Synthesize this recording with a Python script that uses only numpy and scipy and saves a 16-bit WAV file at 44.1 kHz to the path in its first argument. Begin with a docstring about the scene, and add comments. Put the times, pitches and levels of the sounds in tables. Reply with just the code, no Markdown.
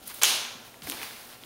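"""Puppy chasing tossed keys

A bunch of keys, probably a plastic toy, jingles through the air and lands on kitchen tiles in a quick
run of hard clacks; the live room rings on. A puppy gives chase: paws thud and skid, claws tick, and
it noses the bunch over the floor. A small camera whines faintly close by."""
import sys
import numpy as np
from scipy import signal
from scipy.fft import rfft, irfft
from scipy.io import wavfile

SR = 44100
rng = np.random.default_rng(int(sys.argv[2]) if len(sys.argv) > 2 else 0)


def pcm_store(signal):
    """Save signal as 16-bit PCM."""
    levels = np.round(np.clip(np.atleast_2d(signal), -1, 1) * 32767)
    wavfile.write(sys.argv[1], SR, levels.astype(np.int16).T)


N = 63945


def undb(db):
    return 10 ** (np.asarray(db) / 20)


def since(start):
    """Seconds since start, zero before it."""
    return np.maximum(np.arange(N) / SR - start, 0)


def decay(start, seconds):
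    """Envelope with an instant attack and an exponential tail, down to 1/e after `seconds`."""
    t = since(start)
    return (t > 0) * np.exp(-t / seconds)


def along(hz, points):
    """Read (Hz, value) points on a log-frequency axis."""
    freqs, values = np.array(sorted(points)).T
    return np.interp(np.log(np.maximum(hz, 1)), np.log(freqs), values)


def eq(x, points):
    """Minimum-phase EQ through (Hz, dB) points, scaled to keep the power of white noise."""
    size = 4096
    gain = undb(along(np.linspace(0, SR / 2, size // 2 + 1), points))
    cepstrum = irfft(np.log(gain))
    causal_fold = 1 + np.sign(size // 2 - np.arange(size))
    causal_fold[0] = 1
    impulse = irfft(np.exp(rfft(cepstrum * causal_fold)))
    return signal.fftconvolve(x, impulse / np.linalg.norm(impulse))[:N]


def noise():
    return rng.standard_normal(N)


def ring(start, hz, t60):
    """One struck mode; a small object radiates little below its pitch."""
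    mode = np.sin(2 * np.pi * hz * since(start)) * decay(start, t60 / np.log(1000))
    return signal.lfilter(*signal.butter(2, hz / 4, "high", fs=SR), mode)


def grit(grains_per_s=8000):
    """Dense tiny contacts of uneven size, rms 1."""
    grains = (rng.random(N) < grains_per_s / SR) * noise()
    grains *= undb(np.minimum(rng.exponential(size=N), 3))  # each grain gets up to 3 dB extra
    return grains / grains.std()


# EQ of the room tone (frequency [Hz], gain [dB])
ROOM_TONE_EQ = [(25, -9), (60, -6.5), (115, -2.5), (165, -6), (260, -3.5), (700, -2), (1350, -9.5),
                (2100, -15), (2800, -9.5), (5300, -15.5), (7500, -14.5), (15500, -15)]
# Steady partials of the hum and whine (frequency [Hz], level [dB])
HUM_PARTIALS = [(120, -67.5), (242, -64.5), (1373, -69.5), (1464, -85)]

def ambience(room_tone_db=-52):
    """The bed: room tone with a faint hum and the camera's whine."""
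    hum = sum(undb(db) * np.sqrt(2) * np.sin(2 * np.pi * (hz * since(0) + rng.random()))
              for hz, db in HUM_PARTIALS)
    return undb(room_tone_db) * eq(noise(), ROOM_TONE_EQ) + hum


# Soft footfalls and bumps (time [s], level [dB], band centre [Hz], decay [s])
PAW_THUDS = [(.004, -61, 48, .06), (0.014, -53, 193, 0.042), (.552, -50, 179, 0.036),
             (0.821, -47.5, 175, 0.036), (.85, -48.5, 84, 0.03), (.869, -35, 540, 0.013),
             (0.871, -42, 219, 0.037), (0.884, -38, 245, 0.017), (1.14, -58, 227, 0.037),
             (1.429, -52, 242, .018)]

def paw_thuds(attack_s=0.0017, edge_ratio=1.36):
    """Soft paws hit the floor, each a dull burst of low band-passed noise."""
    out = np.zeros(N)
    for start, db, hz, decay_s in PAW_THUDS:
        band = signal.butter(2, [hz / edge_ratio, hz * edge_ratio], "band", fs=SR, output="sos")
        body = signal.sosfilt(band, noise())
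        envelope = (1 - np.exp(-since(start) / attack_s)) * decay(start, decay_s)
        out += undb(db) * body / body.std() * envelope
    return out


# Paws and keys sliding (time [s], length [s], scrape level [dB], hiss level [dB])
SKIDS = [(0.02, 0.034, -54.5, -46.5), (0.054, 0.07, -59, -43.5), (0.089, 0.042, -44.5, -52),
         (0.139, 0.078, -56.5, -44), (0.641, 0.052, -53.5, -51), (0.822, 0.055, -47, -42),
         (0.865, 0.069, -47, -38.5), (0.911, 0.055, -43, -53), (0.958, 0.084, -45.5, -47.5),
         (1.014, 0.06, -43, -41), (1.062, 0.15, -52.5, -48.5), (1.192, .11, -57.5, -51),
         (1.287, 0.08, -52.5, -51.5), (1.409, 0.1, -56.5, -54)]
# Midrange body of a skid (frequency [Hz], gain [dB])
SCRAPE_EQ = [(100, -10), (300, -6.5), (800, 0), (2300, 0), (5000, -5), (7500, -23), (15000, -42)]
# Airy top of a skid (frequency [Hz], gain [dB])
HISS_EQ = [(1000, -19), (4000, 1), (7000, -3.5), (10500, -0.5), (13000, -2), (15500, -0.5)]

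def skids(attack_s=0.0079, release_s=0.024):
    """Friction on tile: a gritty scrape layered with a fine hiss, both riding each push."""
    scrape_envelope, hiss_envelope = np.zeros(N), np.zeros(N)
    for start, length, scrape_db, hiss_db in SKIDS:
        attack = 1 - np.exp(-since(start) / attack_s)
        release = np.exp(-since(start + length - release_s) / release_s)
        scrape_envelope += undb(scrape_db) * attack * release
        hiss_envelope += undb(hiss_db) * attack * release
    scrape = eq(scrape_envelope * grit(), SCRAPE_EQ)
    hiss = eq(hiss_envelope * (grit() + noise()) / np.sqrt(2), HISS_EQ)
    return scrape + hiss


# Keys touching in mid-air (time [s], level [dB], decay [s])
KEY_JINGLES = [(.0752, -27.5, 0.0034), (0.0785, -32, 0.0036), (.1438, -26, 0.0022)]
# Sparkle of the jingle (frequency [Hz], gain [dB])
JINGLE_EQ = [(3000, -22), (7000, -25), (9000, -7.5), (10700, -3.5), (13000, -12), (15500, -4)]

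def key_jingles():
    """The flying keys brush each other in thin, bright rattles."""
    envelope = sum(undb(db) * decay(start, decay_s) for start, db, decay_s in KEY_JINGLES)
    return eq(grit() * envelope, JINGLE_EQ)


# Claws and keys tapping the floor (time [s], level [dB], pitch [Hz], crack offset [dB])
TILE_TICKS = [(.0985, -48, 900, -12), (.569, -35, 1460, -11), (.743, -32, 2040, -9), (.821, -34, 4540, 4),
              (.8232, -29, 3130, -16), (.873, -22, 2290, -13), (0.8988, -25, 3900, 12.5),
              (.903, -32, 3000, -3), (.9135, -23, 5940, -11), (.921, -25, 3400, 8), (1.0075, -28, 3200, -6),
              (1.016, -25, 2400, -2.5), (1.0312, -18.5, 2380, -8), (1.1095, -26, 1830, -12),
              (1.329, -35, 2980, -12), (1.4368, -28, 3280, -16)]
# Snap of a hard hit on tile, shared with the landing (frequency [Hz], gain [dB])
CRACK_EQ = [(100, -30.5), (600, -12), (1500, -1.5), (8000, 1), (11000, -3.5), (15500, -3)]

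def tile_ticks(ring_t60_s=0.0034, crack_decay_s=0.0002):
    """Claws and keys make tiny hard contacts: a noise crack and a few cycles of ring."""
    rings, crack_envelope = np.zeros(N), np.zeros(N)
    for start, db, hz, crack_db in TILE_TICKS:
        rings += undb(db) * ring(start, hz, ring_t60_s)
        crack_envelope += undb(db + crack_db) * decay(start, crack_decay_s)
    return rings + eq(crack_envelope * noise(), CRACK_EQ)


# Keys striking the tile (time [s], level [dB], pitch [Hz], ring T60 [s], crack offset [dB])
KEY_CLACKS = [(0.2163, -13, 2600, 0.0008, -24), (0.2225, -10, 3720, 0.0021, -12),
              (0.2337, 3.5, 6720, 0.0029, -2), (0.2362, -16, 7030, 0.0023, 11),
              (0.2417, -5, 3400, 0.0057, -8), (0.2439, -12, 2840, 0.0067, -7),
              (.2481, -7.5, 6600, 0.0057, -12), (0.2511, -11, 3170, .006, -25),
              (0.2543, -11.5, 6200, 0.0052, 0)]
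# Resonances of the bunch (frequency [Hz], relative level [dB], T60 [s])
BUNCH_MODES = [(1540, -29, 0.019), (2700, -9, .03), (3050, 15, 0.032), (3250, 13, 0.034), (3650, -14, .03),
               (3730, -18, .025), (5050, -12, .03), (6250, -9, .025), (6200, 14, 0.021), (8800, -16, .02),
               (9100, -11, .025)]
# EQ of the keys rattling together from the first touch on (frequency [Hz], gain [dB])
CHATTER_EQ = [(100, -19.5), (500, -5.5), (1300, 0), (3500, -0.5), (6000, -5.5), (9000, -3), (15500, -15)]
# Reverb-send EQ: what the hits throw into the room (frequency [Hz], gain [dB])
HIT_SEND_EQ = [(60, -31), (200, -13.5), (500, -14), (850, -7), (1220, -13.5), (1700, -8), (2000, -12.5),
               (2650, -3), (3300, 2), (3950, 2), (4700, -5.5), (5700, -2), (7500, -13.5), (9400, -5.5),
               (12000, -12.5), (15500, -20)]

def key_landing(crack_decay_s=0.00057, chatter_db=-24.5, chatter_decay_s=0.036,
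                modes_db=-40.5, hit_send_db=8):
    """Each key cracks on the tile and rings briefly; the bunch chatters, resonates and fills the room."""
    rings, crack_envelope, hits = np.zeros(N), np.zeros(N), np.zeros(N)
    for start, db, hz, t60, crack_db in KEY_CLACKS:
        rings += undb(db) * ring(start, hz, t60)
        crack_envelope += undb(db + crack_db) * decay(start, crack_decay_s)
        hits[int(start * SR)] += undb(db)
    first_touch = KEY_CLACKS[0][0]
    chatter = undb(chatter_db) * eq(grit() * decay(first_touch, chatter_decay_s), CHATTER_EQ)
    modes = sum(undb(db) * ring(0, hz, t60) for hz, db, t60 in BUNCH_MODES)
    bunch = undb(modes_db) * signal.fftconvolve(hits, modes)[:N] + chatter
    cracks = eq(crack_envelope * noise(), CRACK_EQ)
    send = undb(hit_send_db) * eq(hits, HIT_SEND_EQ) + bunch
    return rings + cracks + bunch + kitchen_reverb(send)


# Length of the kitchen's tail (frequency [Hz], T60 [s])
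REVERB_T60 = [(100, 0.37), (500, 1), (1400, 1), (3000, 0.67), (6000, 0.68), (10000, 0.47), (15000, 0.52)]

def kitchen_reverb(send, predelay_s=0.00091, build_s=0.021):
    """Diffuse reflections: energy builds and drains in each band, and the mids hang on longest."""
    edges = np.geomspace(50, 16500, 27)
    delayed = np.pad(send, (int(predelay_s * SR), 0))[:N]
    out = np.zeros(N)
    for low, high in zip(edges, edges[1:]):
        band = signal.butter(3, [low, high], "band", fs=SR, output="sos")
        energy = signal.sosfilt(band, delayed) ** 2
        drain_s = along(np.sqrt(low * high), REVERB_T60) / (2 * np.log(1000))
        for seconds in (build_s, drain_s):
            pole = np.exp(-1 / (seconds * SR))
            energy = signal.lfilter([1 - pole], [1, -pole], energy)
        wash = signal.sosfilt(band, noise())
        out += np.sqrt(energy) * wash / wash.std()
    return out


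def scene(foley_reverb_db=-6):
    """Mono mix: the landing up front, the small moves and their reverb behind, ambience underneath."""
    foley = key_jingles() + tile_ticks() + paw_thuds() + skids()
    mix = key_landing() + foley + undb(foley_reverb_db) * kitchen_reverb(foley) + ambience()
    return mix[None]


# Narrow dips in the camera's treble (frequency [Hz], width [Hz])
CAMERA_NOTCHES = [(7290, 125), (7850, 230)]

def record(dry):
    """The camera soft-clips the loudest peak, notches two narrow bands and cuts the top."""
    x = np.tanh(dry)
    for hz, width in CAMERA_NOTCHES:
        x = signal.lfilter(*signal.iirnotch(hz, hz / width, fs=SR), x)
    high_cut = signal.ellip(10, .2, 70, 15720, fs=SR, output="sos")
    return signal.sosfilt(high_cut, x)


dry = scene()
out = record(dry)
pcm_store(out)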